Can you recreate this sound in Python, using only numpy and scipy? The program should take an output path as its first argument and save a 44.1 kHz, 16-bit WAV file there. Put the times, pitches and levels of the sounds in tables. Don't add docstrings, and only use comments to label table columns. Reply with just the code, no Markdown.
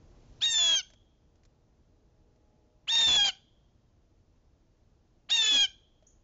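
import sys
import numpy as np
from scipy import signal
from scipy.fft import rfft, irfft, next_fast_len
from scipy.io import wavfile

SR = 44100
rng = np.random.default_rng(int(sys.argv[2]) if len(sys.argv) > 2 else 0)


def unload_wav(signal):
    wavfile.write(
        sys.argv[1],
        SR,
        np.round(np.clip(np.atleast_2d(signal).T, -1, 1) * 32767).astype(np.int16),
    )


N = 274865
T = np.arange(N) / SR

# (start [s], end [s], swoop [Hz], drop [Hz], fourth partial [dB], odd partials [dB],
# second and sixth partials [dB], eighth partial [dB], time until the eighth is full [s], rasp while clear [dB])
JEERS = [(0.407, 0.817, 319.2, 110, -24.5, -38, -40.5, -34.5, 0.11, -53.5),
         (2.872, 3.31, 438.9, 130, -23.5, -37, -39, -42.5, 0.2, -41.5),
         (5.289, 5.666, 401, 75, -23, -35, -40.5, -36.5, 0.14, -41)]
# (first [dB], third [dB], fifth [dB], seventh [dB])
ODD_PARTIAL_SHARES = [(-23.5, -9, -7.5, -4), (-8, -2.5, -7.5, -7.5), (-18.5, 0.5, -7, -8)]
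# (time [s], frequency [Hz])
FIRST_JEER_PITCH = [(0.445, 936.5), (0.505, 920.6), (0.535, 897), (0.681, 833), (0.711, 824),
                    (0.788, 779.8)]
SECOND_JEER_PITCH = [(2.905, 912.6), (2.969, 922.2), (3.017, 916.3), (3.053, 895), (3.071, 897),
                     (3.095, 865.9), (3.159, 852.9), (3.191, 821.5), (3.27, 796.7)]
THIRD_JEER_PITCH = [(5.32, 930.8), (5.356, 927.6), (5.448, 864.3), (5.482, 863.5), (5.57, 830.4),
                    (5.594, 807), (5.62, 817.7), (5.64, 798)]
# (time [s], half width [s], loss [dB])
FALTERS = [(0.52, 0.036, 9), (0.795, 0.022, 12), (2.925, 0.028, 5.5), (3.285, 0.04, 5), (5.303, 0.009, 11),
           (5.37, 0.009, 13), (5.455, 0.036, 5.5)]
# (start [s], end [s], rasp [dB], overload rumble [dB], loss of the odd partials [dB])
ROUGH_SPELLS = [(0.406, 0.461, -34.5, -64.5, 7), (0.531, 0.591, -44, -62.5, 1),
                (0.589, 0.762, -42, -55, 14.5), (2.873, 2.919, -41, -68, 13.5),
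                (2.951, 3.043, -34, -48.5, 3), (3.066, 3.175, -32.5, -41.5, 13.5),
                (3.244, 3.293, -34, -50.5, 4), (5.298, 5.325, -38, -60, 7),
                (5.416, 5.527, -39.5, -59.5, 5.5), (5.53, 5.603, -38.5, -47.5, 2.5)]
# (start [s], end [s], first frequency [Hz], last frequency [Hz], level [dB])
SECOND_SIDE_BURSTS = [(0.581, 0.755, 703, 644.1, -35), (2.957, 2.988, 560, 482, -47.5),
                      (3.074, 3.164, 760, 724, -32), (5.42, 5.52, 470, 402.6, -37),
                      (5.517, 5.579, 298.2, 245.3, -33.5)]
# (frequency [Hz], level [dB])
THROAT_COLOUR = [(300, -6), (450, -16), (700, -9), (1000, -4), (1400, -6), (2300, -5), (3100, 2.5),
                 (4100, -2), (5100, -7.5), (6100, 1), (7200, -10)]
# (frequency [Hz], density [dB per Hz])
RASP_COLOUR = [(700, -37), (1200, -19), (1750, -12), (2400, -1.5), (3000, -5.5), (3700, 3.5), (4200, 2.5),
               (5100, -17.5), (6300, -3.5), (7100, 6.5), (7600, -24.5)]
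OVERLOAD_RUMBLE_COLOUR = [(25, -10.5), (100, -4), (300, 0.5), (700, 1.5), (1100, 3), (1800, -25)]
FRAY_COLOUR = [(60, -1.0), (200, -1.5), (500, -5.5), (800, -12.0)]
# (frequency [Hz], level [dB])
WALL_COLOUR = [(300, 0.0), (1600, 0), (2400, -0.5), (3300, -4), (4300, 0), (7000, -1.5)]
YARD_COLOUR = [(500, -24), (1600, -17.5), (2550, -16.5), (2950, -5), (3270, -6.5), (3600, -6.5),
               (5000, -12), (7000, -15.5)]
# (time [s], level [dB])
WINGBEATS = [(3.02, -56), (3.075, -41.5), (3.15, -46)]
# (frequency [Hz], density [dB per Hz])
WIND_COLOUR = [(25, -3.5), (70, 0), (130, -6.5), (220, -8), (400, -27.5)]
# (time [s], level [dB], tray thud re that level [dB])
TICKS = [(0.9023, -51.5, -8), (0.9353, -52, -12), (1.3558, -63.5, -12), (1.4341, -62, -13),
         (1.4511, -55.5, -12), (2.3594, -69, -10), (4.3594, -73, -4), (6.0247, -63, 6)]
# (frequency [Hz], density [dB per Hz])
TICK_COLOUR = [(500, -6), (1200, -6), (1900, -1.5), (3000, -5), (4500, -6.5), (6400, -1), (7500, -8)]
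# (time [s], frequency [Hz], level [dB])
CHIP = [(6.066, 5450, -71), (6.07, 6320, -56), (6.074, 6860, -60.5), (6.081, 7010, -73),
        (6.088, 7350, -92.5)]
# (time [s], rumble level [dB], hiss level [dB])
BACKGROUND_LEVEL = [(0, -56.5, -84), (0.38, -55, -79.5), (0.9, -64.5, -91), (6.2, -65, -91)]
# (frequency [Hz], density [dB per Hz])
RUMBLE_COLOUR = [(13, -35.5), (22, 2), (98, -2.5), (196, -13), (246, -10), (271, -16), (321, -11.5),
                 (395, -18.5), (477, -16), (514, -20.5), (587, -19), (2000, -38), (2600, -65.5),
                 (4400, -120)]
HISS_COLOUR = [(900, -6.5), (1500, -2.5), (2500, 2.5), (4500, 1), (6500, 2), (7400, -6)]
# (frequency [Hz], level [dB])
MOTOR_LINES = [(236.9, -81.5), (306.8, -80.5), (419.9, -80.5), (484.5, -78.5), (619.1, -82.5),
               (726.7, -88.5), (839.8, -83)]
# (time [s], level [dB])
MOTOR_SWELL = [(0, -13.5), (1.85, -7.5), (2.2, 0.5), (2.7, 3), (3.4, -26), (6.2, -12.5)]

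SWOOP_S, DROP_S = 0.037, 0.04
ATTACK_S, ATTACK_DB, RELEASE_S, RELEASE_DB = 0.021, 23, 0.024, 21
FOURTH_ATTACK_S, FOURTH_ATTACK_DB = 0.036, 15.5
EIGHTH_SWELL_DB, EIGHTH_FADE_S, EIGHTH_FADE_DB = 24, 0.04, 29.5
EVEN_GROWTH_DB, LEAD_S, EVEN_LEAD_DB, RASP_LAG_DB = 1.5, 0.028, 8, 8
ODD_TAKE_OVER = 0.12
EVEN_LOSS_SHARE = 0.2
CLEAR_OVERLOAD_DB, TURN_S = -66.5, 0.006
CLING, ONSET_CLING, SETTLE_S = 0.16, 0.27, 0.1
GUST_RISE_DB_PER_S, GUST_FALL_DB_PER_S = 907.5, 176
TRAY_HZ, TRAY_T60_S = 630, 0.055
CUTOFF_HZ = 7520


def jay(jitter=0.0025, rough_jitter=0.013, shimmer_db=0.24, harsh_shimmer_db=9.5, tone_shimmer_db=1.0,
        waver_db=2.5, sputter_db=1.5, patchy_db=2.5, pulsing=0.24, locked_db=-2.5):
    pitch, open_db, levels = gesture()
    tone_db = levels[3]
    rasp_db, overload_db = roughness()
    harsh = np.minimum(from_db(rasp_db - tone_db), .5)
    unevenness = jitter * drift(50) + rough_jitter * harsh * drift(500)
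    phase = phase_of(pitch * (1 + unevenness))
    voice, swing = 0, 0
    for k, level_db in enumerate(levels, 1):
        if k == 4:
            flutter_db = tone_shimmer_db * drift(100)
        else:
            flutter_db = (shimmer_db + harsh_shimmer_db * harsh) * drift(70) + waver_db * drift(15)
        partial = np.cos(k * phase + rng.uniform(0, 2 * np.pi))
        voice = voice + np.sqrt(2) * from_db(level_db + flutter_db) * partial
        swing = swing + np.minimum(from_db((level_db - tone_db) / 3), 1) * partial
    frayed = rms_one(swing) * noise(FRAY_COLOUR)
    sputter = from_db(sputter_db * drift(60) + patchy_db * drift(22))
    puffs = rms_one((1 + pulsing * np.cos(phase)) * sputter)
    start = per_jeer(JEERS)[0]
    share = np.clip(CLING + ONSET_CLING * eased(T - start, SETTLE_S), 0, 1)
    rasp = np.sqrt(share) * frayed + np.sqrt(1 - share) * puffs * noise(RASP_COLOUR)
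    overload_rumble = puffs * noise(OVERLOAD_RUMBLE_COLOUR)
    rough = from_db(rasp_db) * rasp + from_db(overload_db) * overload_rumble
    locked = sum(between(a, b) for a, b, *_ in SECOND_SIDE_BURSTS)
    rough = rough * from_db(locked_db * locked)
    calling = sum(between(a, b) for a, b, *_ in JEERS)
    return (voice + second_side(swing) + rough) * from_db(open_db) * calling


def gesture():
    (start, end, swoop_hz, drop_hz, fourth_db, odd_db,
     even_db, eighth_db, swell_s, _) = per_jeer(JEERS)
    first, third, fifth, seventh = per_jeer(ODD_PARTIAL_SHARES)
    since, left = T - start, end - T
    sag, = in_time(np.vstack([FIRST_JEER_PITCH, SECOND_JEER_PITCH, THIRD_JEER_PITCH]))
    pitch = sag - swoop_hz * eased(since, SWOOP_S) - drop_hz * eased(left, DROP_S)
    open_db = -ATTACK_DB * eased(since, ATTACK_S) - RELEASE_DB * eased(left, RELEASE_S)

    falter_db = sum(db * np.exp(-np.minimum(((T - s) / width) ** 2, 20)) for s, width, db in FALTERS)
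    loss_db = sum(loss * between(a, b, TURN_S) for a, b, _, _, loss in ROUGH_SPELLS)
    fourth_db = fourth_db - FOURTH_ATTACK_DB * eased(since, FOURTH_ATTACK_S) - falter_db
    eighth_db = eighth_db - EIGHTH_SWELL_DB * (1 - np.clip(since / swell_s, 0, 1) ** 2)
    eighth_db = eighth_db - EIGHTH_FADE_DB * eased(left, EIGHTH_FADE_S)
    progress = np.clip(since / (end - start), 0, 1)
    even_db = even_db + EVEN_GROWTH_DB * (progress - .5) - EVEN_LOSS_SHARE * loss_db
    even_db = even_db + EVEN_LEAD_DB * eased(since, LEAD_S)
    odd_db = odd_db + ODD_TAKE_OVER * falter_db - loss_db
    levels = [odd_db + first, even_db - 2.5, odd_db + third, fourth_db,
              odd_db + fifth, even_db - 3.0, odd_db + seventh, eighth_db]
    return pitch, open_db, levels


def roughness():
    opening, *_, clear_db = per_jeer(JEERS)
    rasp_db, overload_db = clear_db, CLEAR_OVERLOAD_DB
    for start, end, spell_db, spell_overload_db, _ in ROUGH_SPELLS:
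        rough = between(start, end, TURN_S)
        rasp_db = rasp_db + rough * (spell_db - clear_db)
        overload_db = overload_db + rough * (spell_overload_db - CLEAR_OVERLOAD_DB)
    return rasp_db - RASP_LAG_DB * eased(T - opening, LEAD_S), overload_db


def second_side(swing, wander=0.011, own_tone=0.33, second_db=-9.5, third_db=-9.0):
    points = []
    for a, b, first, last, db in SECOND_SIDE_BURSTS:
        points += [(a, first, db), (b, last, db)]
    hz, level_db = in_time(points)
    phase = phase_of(hz * (1 + wander * drift(100)))
    chop = np.cos(phase) + from_db(second_db) * np.cos(2 * phase) + from_db(third_db) * np.cos(3 * phase)
    sounding = sum(between(a, b) for a, b, *_ in SECOND_SIDE_BURSTS)
    tones = coloured(sounding * chop * (own_tone + swing), THROAT_COLOUR)
    return from_db(level_db) * rms_one(tones) * np.sqrt(np.mean(sounding))


def echo(x, t60, delay_s, build_s):
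    t = T[:SR * 2]
    build = 1 - np.exp(-np.maximum(t - delay_s, 0) / build_s)
    tail = rng.standard_normal(len(t)) * from_db(-60 * t / t60) * build
    return signal.fftconvolve(x, tail / np.sqrt(np.sum(tail ** 2)))[:N]


def wing_wind():
    gusts = 0
    for s, db in WINGBEATS:
        drop_db = np.maximum(GUST_RISE_DB_PER_S * (s - T), GUST_FALL_DB_PER_S * (T - s))
        gusts = gusts + from_db(db - drop_db)
    return gusts * noise(WIND_COLOUR)


def tray_ticks(tick_t60=0.042, tick_db=-6.5):
    crackle, thud = np.zeros(N), np.zeros(N)
    t = T[:SR // 10]
    ring = np.sin(2 * np.pi * TRAY_HZ * t)
    for s, level_db, tray_db in TICKS:
        span = slice(int(s * SR), int(s * SR) + len(t))
        crackle[span] += from_db(level_db + tick_db - 60 * t / tick_t60)
        thud[span] += from_db(level_db + tray_db - 60 * t / TRAY_T60_S) * ring
    return crackle * noise(TICK_COLOUR) + thud


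def far_chip():
    hz, level_db = in_time(CHIP)
    sounding = between(CHIP[0][0], CHIP[-1][0])
    chip = np.sqrt(2) * from_db(level_db) * sounding * np.sin(phase_of(hz))
    return chip + echo(chip, t60=0.34, delay_s=0.0013, build_s=0.002)


def background(hiss_trim_db=7.0, gust_db=0.5, motor_db=-2.5):
    rumble_db, hiss_db = in_time(BACKGROUND_LEVEL)
    swell_db, = in_time(MOTOR_SWELL)
    rumble = from_db(rumble_db + gust_db * drift(14)) * noise(RUMBLE_COLOUR)
    hiss = from_db(hiss_db + hiss_trim_db) * noise(HISS_COLOUR)
    motor = 0
    for hz, db in MOTOR_LINES:
        line = np.sin(phase_of(hz * (1 + 0.0054 * drift(4.2))))
        motor = motor + from_db(db + 2.5 * drift(2.4)) * line
    return rumble + hiss + np.sqrt(2) * from_db(swell_db + motor_db) * motor


def from_db(db):
    return 10 ** (np.asarray(db) / 20)


def rms_one(x):
    return x / np.sqrt(np.mean(x ** 2) + 1e-20)


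def in_time(rows):
    s, *columns = np.transpose(rows)
    return [np.interp(T, s, c) for c in columns]


def per_jeer(rows):
    changes = [row[0] - .5 for row in JEERS[1:]]
    return np.array(rows)[np.searchsorted(changes, T)].T


def between(start, end, edge_s=0.0027):
    return np.clip(np.minimum(T - start, end - T) / edge_s + .5, 0, 1)


def eased(elapsed, length):
    return np.clip(1 - elapsed / length, 0, 1) ** 2


def phase_of(hz):
    return 2 * np.pi * np.cumsum(hz) / SR


def coloured(x, spectrum):
    size = next_fast_len(len(x))
    hz, db = np.transpose(spectrum)
    octave = np.log2(np.maximum(np.fft.rfftfreq(size, 1 / SR), 1))
    beyond = np.abs(octave - np.clip(octave, np.log2(hz[0]), np.log2(hz[-1])))
    gain = from_db(np.interp(octave, np.log2(hz), db) - 20 * beyond)
    return irfft(rfft(x, size) * gain, size)[:len(x)]


def noise(spectrum):
    return rms_one(coloured(rng.standard_normal(N), spectrum))


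def drift(rate):
    r = np.exp(-16 * np.pi * rate / SR)
    slow = signal.lfilter([1], [1, -2 * r, r * r], rng.standard_normal(N // 8 + 4002))[4000:]
    return np.interp(np.arange(N) / 8, np.arange(len(slow)), rms_one(slow))


def scene(bird_db=0.5, deck_db=-22.0, yard_db=-33.5):
    bird = from_db(bird_db) * jay()
    deck = from_db(deck_db) * echo(coloured(bird, WALL_COLOUR), t60=0.27, delay_s=0.016, build_s=0.0027)
    yard = from_db(yard_db) * echo(coloured(bird, YARD_COLOUR), t60=0.89, delay_s=0.027, build_s=0.03)
    return (bird + deck + yard + wing_wind() + tray_ticks() + far_chip() + background())[None, :]


def record(dry, top=0.13):
    flattened = dry / (1 + (dry / top) ** 4) ** .25
    steep_cut = signal.ellip(14, .1, 80, CUTOFF_HZ, fs=SR, output="sos")
    return signal.sosfilt(steep_cut, flattened)


dry = scene()
out = record(dry)
unload_wav(out)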